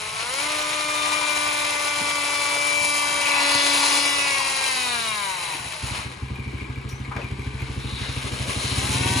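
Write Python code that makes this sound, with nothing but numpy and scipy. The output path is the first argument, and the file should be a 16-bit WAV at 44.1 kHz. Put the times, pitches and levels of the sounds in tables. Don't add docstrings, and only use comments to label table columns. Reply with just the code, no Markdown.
import sys
import numpy as np
from scipy import signal
from scipy.fft import rfft, irfft, next_fast_len
from scipy.io import wavfile
from scipy.ndimage import uniform_filter1d

SR = 44100
rng = np.random.default_rng(int(sys.argv[2]) if len(sys.argv) > 2 else 0)


def to_wav(sig):
    pcm = np.clip(np.atleast_2d(sig), -1, 1) * 32767
    pcm = np.round(pcm).astype(np.int16)
    wavfile.write(sys.argv[1], SR, pcm.T)


def ratio_of_db(decibels):
    return 10 ** (np.asarray(decibels, float) / 20)


N = 405719
TIME = np.arange(N) / SR
HOP = 32
SLOW = np.arange(0, N, HOP) / SR
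SIZE = next_fast_len(N + SR)
FREQ = np.arange(SIZE // 2 + 1) * SR / SIZE + 1e-3


def level(x, db):
    return x * ratio_of_db(db) / np.sqrt(np.mean(x ** 2))


def curves(table):
    s, *columns = np.transpose(table)
    return [np.interp(TIME, s, c) for c in columns]


def across(table, column=1):
    rows = np.array(table)
    return np.interp(np.log(FREQ), np.log(rows[:, 0]), rows[:, column])


def shape(x, gain):
    return irfft(rfft(x, SIZE) * gain, SIZE)[..., :N]


def resonance_db(hz, modes):
    return sum(db / (1 + (2 * (hz - centre) / width) ** 2) for centre, width, db in modes)


def walk(rate, t=TIME):
    knots = rng.standard_normal(500)
    return 1.12 * np.interp(t * rate, np.arange(500), knots)


ORDER_SPREAD_RAD = .35


def stack(hz, orders, tilt, wander_db, blur):
    out = 0
    angle = 2 * np.pi * np.cumsum(hz) / SR
    for k, db in orders:
        slow_db = db + tilt(k) + wander_db * (walk(5, SLOW) + walk(30, SLOW))
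        gain = np.repeat(ratio_of_db(slow_db), HOP)[:N]
        slip = blur * np.sqrt(k) * walk(25)
        out = out + gain * np.sin(k * angle + ORDER_SPREAD_RAD * k * k + slip)
    return np.sqrt(2) * out


# pitch_hz, level_db (per Hz)
SHOP_COLOUR = [(18, -38), (30, -5.5), (65, -15), (151, -12), (173, -16.5), (260, -38), (340, -41),
               (570, -120)]


def shop():
    rumble = level(shape(rng.standard_normal(N), ratio_of_db(across(SHOP_COLOUR))), -48.5)
    return rumble * ratio_of_db(0.26 * walk(3.3)) + ratio_of_db(-69) * rng.standard_normal(N)


# start_s, pitch_hz, level_db
WHISTLE = [(4.6, 7993, -76), (5.2, 7993, -64), (6.9, 7993, -66), (7.8, 7993, -63), (8.5, 7993, -56),
           (9.2, 7993, -54)]
# start_s, pitch_hz, level_db
CHARGER = [(6.5, 7310, -90), (6.6, 7310, -66), (7.1, 7230, -67), (7.6, 7110, -67), (8.05, 7020, -65),
           (8.2, 7000, -90)]


def whistles():
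    out = 0
    for hz, db in (curves(WHISTLE), curves(CHARGER)):
        out = out + stack(hz, [(1, -4)], lambda k: db[::HOP], wander_db=1.2, blur=.2)
    return out


# start_s, level_db, pitch_hz, width_hz, fade_s (to fall 60 dB)
TAPS = [
    (6.89, -41.5, 5830, 400, 0.33),
    (6.955, -48, 6000, 300, 0.25),
    (6.886, -39, 7000, 11000, 0.24),
    (7.11, -30.5, 1160, 670, 0.37),
    (7.2, -38, 1400, 2400, 0.3),
    (7.16, -29.5, 1000, 1740, 0.31),
    (4.3, -43, 5300, 5000, .091),
]
# start_s, level_db, pitch_hz, width_hz, fade_s (to
# fall 60 dB)
NOISE_SWELLS = [(1.989, -33, 218, 250, 0.22), (2.54, -33, 900, 900, 0.25), (2.8, -35, 151, 149, 0.14),
                (3.18, -23, 2560, 500, 1.2), (3.3, -24.5, 4300, 1300, 2.4), (3.54, -30, 150, 150, 0.12),
                (4.55, -32, 3900, 359, 3.1), (5.54, -36, 317, 196.5, 0.099), (5.92, -30.5, 2500, 3840, 0.25),
                (7.175, -32, 476, 200, 0.14), (4.119, -28, 2570, 500, 1.74), (7.75, -35.5, 3840, 500, 1.9),
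                (8.1, -39, 570, 199, 3.4), (8.399, -33, 4100, 500, 2.5), (8.0, -34.5, 1494, 2310, 0.41),
                (8.66, -33, 5000, 5000, 0.19), (0.0, -34, 4600, 3600, 1.7), (7.94, -34, 2900, 3000, .5),
                (8.05, -35, 3000, 3400, 0.38), (3.33, -27.5, 950, 250, .4), (3.8, -24.5, 970, 300, 0.29),
                (4.22, -33, 940, 250, 0.36), (4.38, -29, 950, 250, 0.25), (4.58, -30, 940, 250, 0.35)]
TAP_RISE_S, SWELL_RISE_SHARE = 0.0043, 0.12


def knocks():
    out = np.zeros(N + SR)
    t = np.arange(SR) / SR
    taps = [row + (TAP_RISE_S,) for row in TAPS]
    noise_swells = [row + (SWELL_RISE_SHARE * row[-1],) for row in NOISE_SWELLS]
    for s, db, hz, width, t60, rise in taps + noise_swells:
        edges = [max(hz - width / 2, 30), hz + width / 2]
        band = signal.butter(2, edges, "band", fs=SR, output="sos")
        burst = level(signal.sosfilt(band, rng.standard_normal(len(t))), db - 3.5)
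        fade = ratio_of_db(-60 * np.maximum(t - rise, 0) / t60)
        i = int(s * SR)
        out[i:i + len(t)] += burst * np.minimum(t / rise, 1) * fade
    return out[:N]


# start_s, level_db
TAPPETS = [(6.25, -69), (6.36, -41), (6.65, -44), (6.88, -56), (6.95, -49), (7.1, -48), (7.44, -43),
           (7.63, -43.5), (7.75, -59)]
# start_s, peak_db
TICKS = [(6.2818, -36), (6.3576, -30.5), (6.396, -32), (6.4788, -32), (6.5137, -33), (6.5422, -39),
         (6.5801, -36), (6.6095, -35), (6.6295, -39), (6.6449, -33), (6.6988, -35), (6.7582, -33),
         (6.7851, -35), (6.8135, -32), (6.9128, -38), (6.9268, -32), (6.9946, -39), (7.0485, -31),
         (7.071, -40), (7.1184, -34), (7.1508, -35), (7.1653, -27), (7.217, -27), (7.2441, -27),
         (7.2825, -41), (7.3935, -31), (7.4192, -29), (7.6008, -31), (7.6197, -26.5), (7.7, -42),
         (7.7534, -38), (7.7719, -44), (7.8048, -40)]
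TICK_HZ, TICK_WIDTH_HZ, TICK_T60_S, TICK_DB = 2330, 90, .06, -1


def tappets():
    bed = (rng.random(N) < 900 / SR) * rng.standard_normal(N) * ratio_of_db(2.9 * walk(45))
    cover = 1 / (1 + ((FREQ - TICK_HZ) / 150) ** 4)
    idling = np.interp(TIME, [6.2, 6.28, 7.7, 7.8], [0, 1, 1, 0])
    out = level(shape(bed, cover), -5.5) * ratio_of_db(curves(TAPPETS)[0]) * idling
    t = np.arange(SR // 8) / SR
    for (s, db), chance in zip(TICKS, rng.standard_normal((len(TICKS), 2))):
        tones_hz = TICK_HZ + TICK_WIDTH_HZ * chance[:, None]
        pair = np.array([.7, .3]) @ np.sin(2 * np.pi * tones_hz * t)
        ring = pair * np.minimum(t / 0.0005, 1) * ratio_of_db(-60 * t / TICK_T60_S)
        click = 0.29 * rng.standard_normal(len(t)) * ratio_of_db(-60 * t / 0.011)
        i = int(s * SR)
        out[i:i + len(t)] += ratio_of_db(db + TICK_DB) * (ring + click)
    return out


# start_s, peak_db
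CATCHING = [(5.6088, -31), (5.6682, -31.5), (5.8447, -21.5), (5.9237, -22.5), (5.9977, -27), (6.0654, -23),
            (6.1193, -37.5), (6.178, -32)]
# start_s, firing_number
CRANK = [(6.236, 0), (6.4045, 2), (6.6295, 5), (7.0943, 11), (7.2508, 13), (7.782, 20), (7.939, 22),
         (8.0221, 23), (8.4137, 28), (8.6569, 31), (8.729, 32), (8.9085, 35), (9.015, 37), (9.1699, 40)]
# start_s, firing_peak_db, throttle_db (opens the casing clatter)
ENGINE = [
    (6.2, -21, 1),
    (6.5, -20.5, 2.5),
    (6.9, -23, -0.5),
    (7.2, -20.5, 2.5),
    (7.55, -21, 5.5),
    (7.95, -20, 11.5),
    (8.3, -20, 15.5),
    (8.55, -19, 20),
    (9.2, -14.5, 25),
]


def firings():
    s, number = np.transpose(CRANK)
    s = np.interp(np.arange(number[-1] + 1), number, s)
    return CATCHING + list(zip(s, np.interp(s, TIME, curves(ENGINE)[0])))


# pitch_hz, level_db, fade_s (to fall 60 dB), lead_s (start before the peak),
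# gain_db (per dB of harder firing)
EXHAUST = [(66.4, -7, 0.27, 0.0103, -1.8), (129.8, -8, 0.33, 0.0057, -0.4),
           (106.2, 2.5, 0.038, 0.00739, 0.5), (202.3, -10.5, 0.14, 0.01387, -0.2),
           (259, -11.5, 0.15, 0.018, 0.96), (380, -12.5, 0.017, 0.021, 0.65)]
# start_s, pitch_hz, level_db
RISING_WHINE = [(8.45, 640, -66), (8.75, 750, -50), (8.8, 775, -47), (8.9, 850, -42), (9, 910, -38),
                (9.1, 943, -35), (9.2, 962, -35)]
# multiple, level_db
RISING_WHINE_ORDERS = [(.6, -9), (.7, -14), (.8, -8), (1.002, -.5), (1.2, -11), (1.601, -7.5), (1.998, -8),
                       (2.2, -14), (2.4, -7), (2.6, -11), (2.8, -7), (3.503, -9), (4.0, -9), (4.201, -8), (4.4, -9),
                       (4.8, -10)]
# start_s, pitch_hz, level_db
IDLE_WHINE = [(7.2, 419.4, -63), (7.412, 424.5, -52), (7.72, 469, -53.5), (8.1, 428, -76)]


def engine():
    fired = firings()
    kicks = np.zeros((len(EXHAUST), N))
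    scatter = rng.standard_normal((len(fired), len(EXHAUST)))
    t = np.arange(SR // 2) / SR
    thumps = 0
    for k, (hz, db, t60, lead, per_db) in enumerate(EXHAUST):
        for (s, peak_db), chance in zip(fired, scatter):
            harder_db = max(peak_db + 19.5, 0)
            kicks[k, int((s - lead) * SR)] = ratio_of_db(peak_db + per_db * harder_db + 1.47 * chance[k])
        ring = -np.sin(2 * np.pi * hz * t) * ratio_of_db(db - 60 * t / t60) * np.minimum(t / 0.0017, 1)
        thumps = thumps + signal.fftconvolve(kicks[k], ring)[:N]
    puff = signal.fftconvolve(kicks[-1], ratio_of_db(-60 * t / 1.1))[:N]
    gas = level(shape(rng.standard_normal(N), 1 / (1 + ((FREQ - 300) / 160) ** 4)), -30) * puff
    rising_hz, rising_db = curves(RISING_WHINE)
    rising_whine = stack(rising_hz, RISING_WHINE_ORDERS, lambda k: rising_db[::HOP], wander_db=1.5, blur=.35)
    rising_whine = rising_whine * np.clip((TIME - 8.45) / .15, 0, 1)
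    idle_hz, idle_db = curves(IDLE_WHINE)
    idle = stack(idle_hz, [(0.96, 2.8)], lambda k: idle_db[::HOP], wander_db=0.5, blur=0.15)
    idle = idle * np.interp(TIME, [7.1, 7.3, 8, 8.2], [0, 1, 1, 0])
    bass_cut = 1 / np.sqrt(1 + (47 / FREQ) ** 8)
    return ratio_of_db(-1.5) * shape(thumps, bass_cut) + gas + idle + rising_whine


# start_s, whine_db, ring_db (shell, as the grip loosens), air_db,
# aim_db (vents pointing at the phone)
TOOL = [(0.0, -44.5, -13, -42.5, 1.5), (0.21, -41.5, -12, -38, -0.5), (0.37, -34.5, -1, -36.5, 1),
        (0.5, -32.5, -11.5, -35, 0), (0.8, -32.5, -9, -37, 0.5), (1.19, -31, -3.5, -33, 0),
        (1.6, -33.5, -3, -34.5, 0.5), (2.0, -33.5, -2, -34.5, 0.5), (2.3, -33, 0, -34.5, 0.5),
        (2.64, -34, 3, -33.5, 1), (2.9, -35.5, 7, -36, 3), (3.15, -31, 1, -32.5, 0),
        (3.43, -31.5, -1, -32, 0.5), (3.86, -32.5, -6, -30, 1.5), (4.22, -37, 11.5, -32.5, 1),
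        (4.45, -36, -2.5, -34, 1), (4.68, -37.5, 2.5, -34.5, 2), (4.89, -37.5, -2, -38, 2),
        (5.2, -44, -11, -42.5, 3.5), (5.4, -46.5, -14.5, -39, 1), (5.75, -53.5, -4.5, -39, -1)]
RATTLE_PER_S, RATTLE_HZ, RATTLE_WIDTH_HZ, RATTLE_DB = 170, 1060, 290, -8.5


def rattle():
    hits = (rng.random(N) < RATTLE_PER_S / SR) * rng.standard_normal(N)
    clamp = 1 / (1 + (2 * (FREQ - RATTLE_HZ) / RATTLE_WIDTH_HZ) ** 4)
    ring = level(shape(hits, clamp), RATTLE_DB)
    at_speed = np.interp(TIME, [.25, .5, 4.7, 5.1], [0.0, 0.53, 0.62, 0.015])
    return ring * ratio_of_db(curves(TOOL)[2] + 2.4 * walk(5.36)) * at_speed


# pitch_hz, level_db (per Hz)
RUSH_COLOUR = [(150, -22), (400, -5), (700, -5), (1400, -1.5), (1750, -0.5), (3000, 3), (6500, -5.5),
               (8000, -4), (9700, 0.5), (11000, -12.5), (12700, -15.5), (14000, -17), (15500, -20.5)]
# pitch_hz, width_hz, lift_db
HOUSING = [(980, 300, 7), (1320, 200, -4), (1700, 300, -5), (2400, 650, 6), (3500, 400, -5), (4000, 450, 6),
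           (4800, 500, 3)]
# pitch_hz, width_hz, lift_db
CASING = [(620, 200, -8), (1000, 400, 3), (1350, 200, -8), (1800, 300, -7), (2500, 800, 4), (3500, 400, -2),
          (4020, 400, 4), (5050, 300, 3)]
# centre_hz, tool_db, aim_db (per dB of aim), ring_db (per dB of ring),
# engine_db, throttle_db (per dB of throttle)
BANDS = [(850, -2, 0.02, -0.03, -1.1, 0.388), (2436, -2.5, 0.25, -0.39, -5.5, 0.72),
         (5000, -3.5, 0.9, 0.03, -12.5, 0.97), (9800, 1.6, 2, -0.06, -14, 1.25)]
HANDOVER_S, AIR_DIES_DB_S, CASING_DB = 5.986, 112, -47


def rush(turns):
    coarse = np.repeat(rng.standard_normal(N // 40 + 1), 40)[:N]
    grain = rng.standard_normal(N) * ratio_of_db(1.0 * walk(40) + 2.0 * coarse)
    swing = 1 + 0.013 * np.cos(2 * np.pi * turns) + 0.078 * np.cos(4 * np.pi * turns)
    later = np.clip((TIME - HANDOVER_S) / 0.069, 0, 1)
    dying_db = AIR_DIES_DB_S * np.maximum(TIME - HANDOVER_S, 0)
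    lifts_db = np.array([resonance_db(FREQ, HOUSING), resonance_db(FREQ, CASING)])
    bodies = ratio_of_db(across(RUSH_COLOUR) + lifts_db)
    _, ring_db, air_db, aim_db = curves(TOOL)
    throttle_db = curves(ENGINE)[1]
    centres = np.log(np.array(BANDS)[:, 0])
    out = 0
    for k, (_, tool_db, per_aim, per_ring, engine_db, per_throttle) in enumerate(BANDS):
        share = np.sqrt(np.interp(np.log(FREQ), centres, np.arange(4) == k))
        air, clatter = shape(np.array([grain * swing, grain]), bodies * share)
        air_gain_db = air_db + per_aim * aim_db + per_ring * ring_db - dying_db
        air = level(air, tool_db) * ratio_of_db(air_gain_db)
        clatter = level(clatter, engine_db + CASING_DB) * ratio_of_db(per_throttle * throttle_db) * later
        out = out + (air + clatter) * ratio_of_db(0.52 * walk(16))
    return out


# start_s, pitch_hz
SPEED = [(0.0, 212), (0.13, 216.7), (0.206, 224.2), (0.298, 249.7), (0.36, 273.6), (0.43, 293.5),
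         (0.49, 301), (1.19, 298.6), (2.0, 291.8), (2.45, 288.5), (2.64, 290.9), (2.85, 292.2),
         (3.06, 291.0), (3.43, 285.8), (4.2, 285), (4.41, 272.8), (4.65, 266.4), (4.89, 245.1),
         (5.05, 224.6), (5.34, 185.2), (5.78, 122), (5.95, 106)]
# multiple, level_db
TOOL_ORDERS = [(1, -11), (2, -6.5), (3, -13), (4, -4), (5, -9), (6, -17), (7, -6), (8, 0), (9, -11),
               (10, -14), (11, -10), (12, -11), (13, -17), (14, -22), (15, -17), (16, -20), (17, -12),
               (18, -15), (19, -19), (20, -18), (21, -18), (22, -20), (23, -22), (24, -14), (25, -11)]
# multiple, level_db
TURNED_ORDERS = [(1, -4.5), (2, -5.5), (3, -10.5), (4, -7), (5, -8), (6, -10), (7, 1), (8, -1.5), (9, -5.5),
                 (10, -5.5), (11, -24), (12, -10), (13, -8), (14, -9.5), (15, -3.5), (16, -14), (17, -8),
                 (18, -10), (19, -9), (20, -16), (21, -12), (22, -14), (23, -16), (24, -12.5), (25, -18)]
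# multiple, rising_db (under load on the way up), coasting_db
SLOW_ORDERS = [(1, -6, -3), (2, 8, 1), (3, 8, 13), (4, -3, 4), (5, 6, 13), (6, 4, 10), (7, 4, 7),
               (8, 0, 11), (9, -4, 0), (10, -3, 9), (11, -8, 15), (12, -10, 1), (13, -8, 5), (14, -4, 5),
               (16, -4, 8), (17, -6, 5), (20, -7, 2), (25, -6, 0)]
# multiple, gain_db (per dB of aim)
AIM_ON_ORDERS = [(1, 2.5), (2, 1), (5, -0.18), (12, 2.46)]
# multiple, centre_s, length_s, gain_db
SWELLS = [(2, 3.63, 0.36, 3), (3, 4.2, 0.74, -5), (3, 5.4, .3, -3.5), (4, 1.4, .45, 4), (4, 2.67, 0.24, -1),
          (4, 4.85, 0.13, 4), (5, 1.94, 0.33, 3.5), (5, 4.1, .7, -2.5), (5, 4.85, 0.38, -5.5),
          (6, 4, 0.37, -3), (6, 6.1, 0.39, -5), (7, 1.14, 0.38, -10), (7, 2.8, .25, -6), (8, 1.4, 0.54, 1),
          (8, 4.34, 0.19, 4.5), (8, 5.24, .3, 5), (9, 5.3, 0.21, 10), (9, 4.1, .2, -11), (9, 4.1, .3, 7),
          (12, 2.92, 0.41, -15), (13, 5, .7, -4), (13, 5.1, 0.2, 12), (15, 2.4, 1.0, -22),
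          (15, 4.3, .7, -13), (16, 2.95, 0.37, 5), (17, 3.3, 0.31, -3), (17, 5.4, .3, -10),
          (17, 6.5, 0.18, 16), (18, 3.6, .25, -4), (18, 4.1, 0.4, 7), (19, 3.8, .7, -8), (7, 1.7, 0.23, 1),
          (7, 3.7, 0.31, 2), (8, .62, 0.43, 0.5), (8, 4, 0.59, -2.5), (5, 5.75, 0.18, 12),
          (17, 4.95, .15, 1), (18, 4.75, .25, 1), (8, 2.93, 0.51, 2.5), (9, 2.97, 0.36, -4),
          (5, 5.25, 0.38, 3), (5, .1, 0.48, 1.5), (6, .1, .4, 5), (9, 0.21, 0.36, 2), (10, 0.22, .4, 3),
          (4, 2.5, .3, 3.5)]
# pitch_hz, width_hz, lift_db
ARM = [(266.3, 18.7, -15)]
# multiple, level_db
BEARING = [(3.3, -42.5), (2.3, -59), (4.29, -49.5)]
# start_s, speed_ratio
CAGE_SLIP = [(0, 1.0), (1.5, 1.005), (2.1, 0.997), (2.6, 1.002), (3.3, .99), (5.8, .99)]
SHELL_HZ, SHELL_WIDTH_HZ = 2580, 540


def tool():
    speed, = curves(SPEED)
    hz = speed[::HOP]
    whine_db, ring_db, _, aim_db = (c[::HOP] for c in curves(TOOL))
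    turned = np.interp(SLOW, [3.2, 3.45], [0, 1])
    table = {k: a + (b - a) * turned for (k, a), (_, b) in zip(TOOL_ORDERS, TURNED_ORDERS)}
    fade_db = np.interp(hz, [250, 283], [.9, .25])
    low_db = np.interp(hz, [215, 285], [-5, 0])
    contrast = np.interp(hz, [225, 292], [.3, .99])
    orders, rising, coasting = np.transpose(SLOW_ORDERS)
    body = [(SHELL_HZ, SHELL_WIDTH_HZ, ring_db)] + ARM

    def slide(k):
        return resonance_db(k * hz, HOUSING) - resonance_db(k * 290, HOUSING)

    def slow(k):
        return np.where(SLOW < 3, np.interp(k, orders, rising), np.interp(k, orders, coasting))

    def pose(k):
        return aim_db * np.interp(k, *np.transpose(AIM_ON_ORDERS)) + resonance_db(k * hz, body)

    def swell(k):
        return sum(db * np.exp(-(2 * (SLOW - s) / length) ** 2)
                   for order, s, length, db in SWELLS if round(order) == k)

    def tilt(k):
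        favoured = contrast * (table[k] + 8) - 9.0 + (1 - contrast) * slow(k)
        losses = low_db * (k < 3) - fade_db * max(k - 12, 0)
        return whine_db + swell(k) + slide(k) + favoured + pose(k) + losses

    def bearing_tilt(k):
        return slide(k) + 1.5 * (whine_db + low_db + 32.5)

    whine = stack(speed, [(k, .5) for k in table], tilt, wander_db=1.3, blur=.15)
    cage_hz = speed * curves(CAGE_SLIP)[0]
    bearing = stack(cage_hz, BEARING, bearing_tilt, wander_db=1.5, blur=0.58)
    stopping = np.clip((5.95 - TIME) / 0.69, 0, 1)
    return (whine + bearing) * stopping, np.cumsum(speed) / SR


# pitch_hz, left_minus_right_db, reflected_share (0-1, no unit)
PORTS = [(60, .3, 0.03), (250, -0.5, 0.36), (450, 2, 0.62), (645, 8, 0.22), (1520, 4, 1), (3100, 3.5, 0.5),
         (5600, 4.5, 0.55), (6450, .5, .2), (7400, 0, .25), (8500, 0, .06), (10300, 0, .12),
         (15105, 0, .15)]
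SHOP_T60_S = 0.077


def scene():
    whine, turns = tool()
    dry = whine + rattle() + rush(turns) + engine() + tappets() + knocks() + shop()
    t = np.arange(SR // 4) / SR
    tails = rng.standard_normal((2, len(t))) * ratio_of_db(-60 * t / SHOP_T60_S) * (t > .001)
    echoes = rfft(tails / np.sqrt(np.sum(tails ** 2, axis=1, keepdims=True)), SIZE)
    pose = 3.088 * TIME + 0.97 * walk(2.032)
    first, second = shape(dry, np.clip(across(PORTS, column=2), 0, 1) * echoes)
    reflected = np.cos(pose) * first + np.sin(pose) * second
    return dry + np.array([[1], [-1]]) * reflected


def starve(pair, under_db, from_hz, sparse_hz, waver_db):
    mid_side = np.array([pair[0] + pair[1], pair[0] - pair[1]]) / 2
    hz, _, z = signal.stft(mid_side, SR, nperseg=1024)
    hz = hz[:512, None]
    bins = np.abs(z[:, :512]) ** 2
    power = np.repeat(np.mean(bins.reshape(2, 64, 8, -1), axis=2), 8, axis=1)
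    power = uniform_filter1d(power, 5, axis=2)
    chance = rng.standard_normal((64, z.shape[2] // 7 + 1))
    waver = waver_db * np.kron(chance, np.ones((8, 7)))[:, :z.shape[2]]
    allowed_db = np.interp(hz, [from_hz, 6500, 8500, 10300, 11500, 15500], [8, 6, 9, 2.5, -1.0, -6.5])
    need_db = under_db + waver - allowed_db
    kept = waver > waver_db * np.interp(hz, [11000, 12500, 14900, 15200], [-9, -1.7, -1.7, -.4])
    strong = power > power[::-1] * ratio_of_db(2 * need_db) * (hz > from_hz)
    clear = bins > .9 * power * ratio_of_db(2.5 * waver) * (hz > sparse_hz)
    z[:, :512] *= strong & kept & clear
    mid, side = signal.istft(z, SR, nperseg=1024)[1][:, :N]
    return np.array([mid + side, mid - side])


def low_pass(x):
    return signal.sosfilt(signal.butter(12, 15680, fs=SR, output="sos"), x)


# pitch_hz, lead_cycles (right port ahead of left)
PORT_LEAD = [(60, 0), (700, -.1), (5500, -.08), (6550, 0), (8500, .5), (10300, 1), (12150, 1.5), (14000, 2),
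             (15700, 2.5)]


def record(dry):
    side = np.array([[1], [-1]]) / 2
    bass_cut = 1 / np.sqrt(1 + (58 / FREQ) ** 8)
    ports = ratio_of_db(side * across(PORTS)) * np.exp(-2j * np.pi * side * across(PORT_LEAD)) * bass_cut
    pair = starve(shape(dry, ports), under_db=-2.0, from_hz=2400, sparse_hz=12600, waver_db=3.0)
    return low_pass(pair + whistles())


dry = scene()
out = record(dry)
to_wav(out)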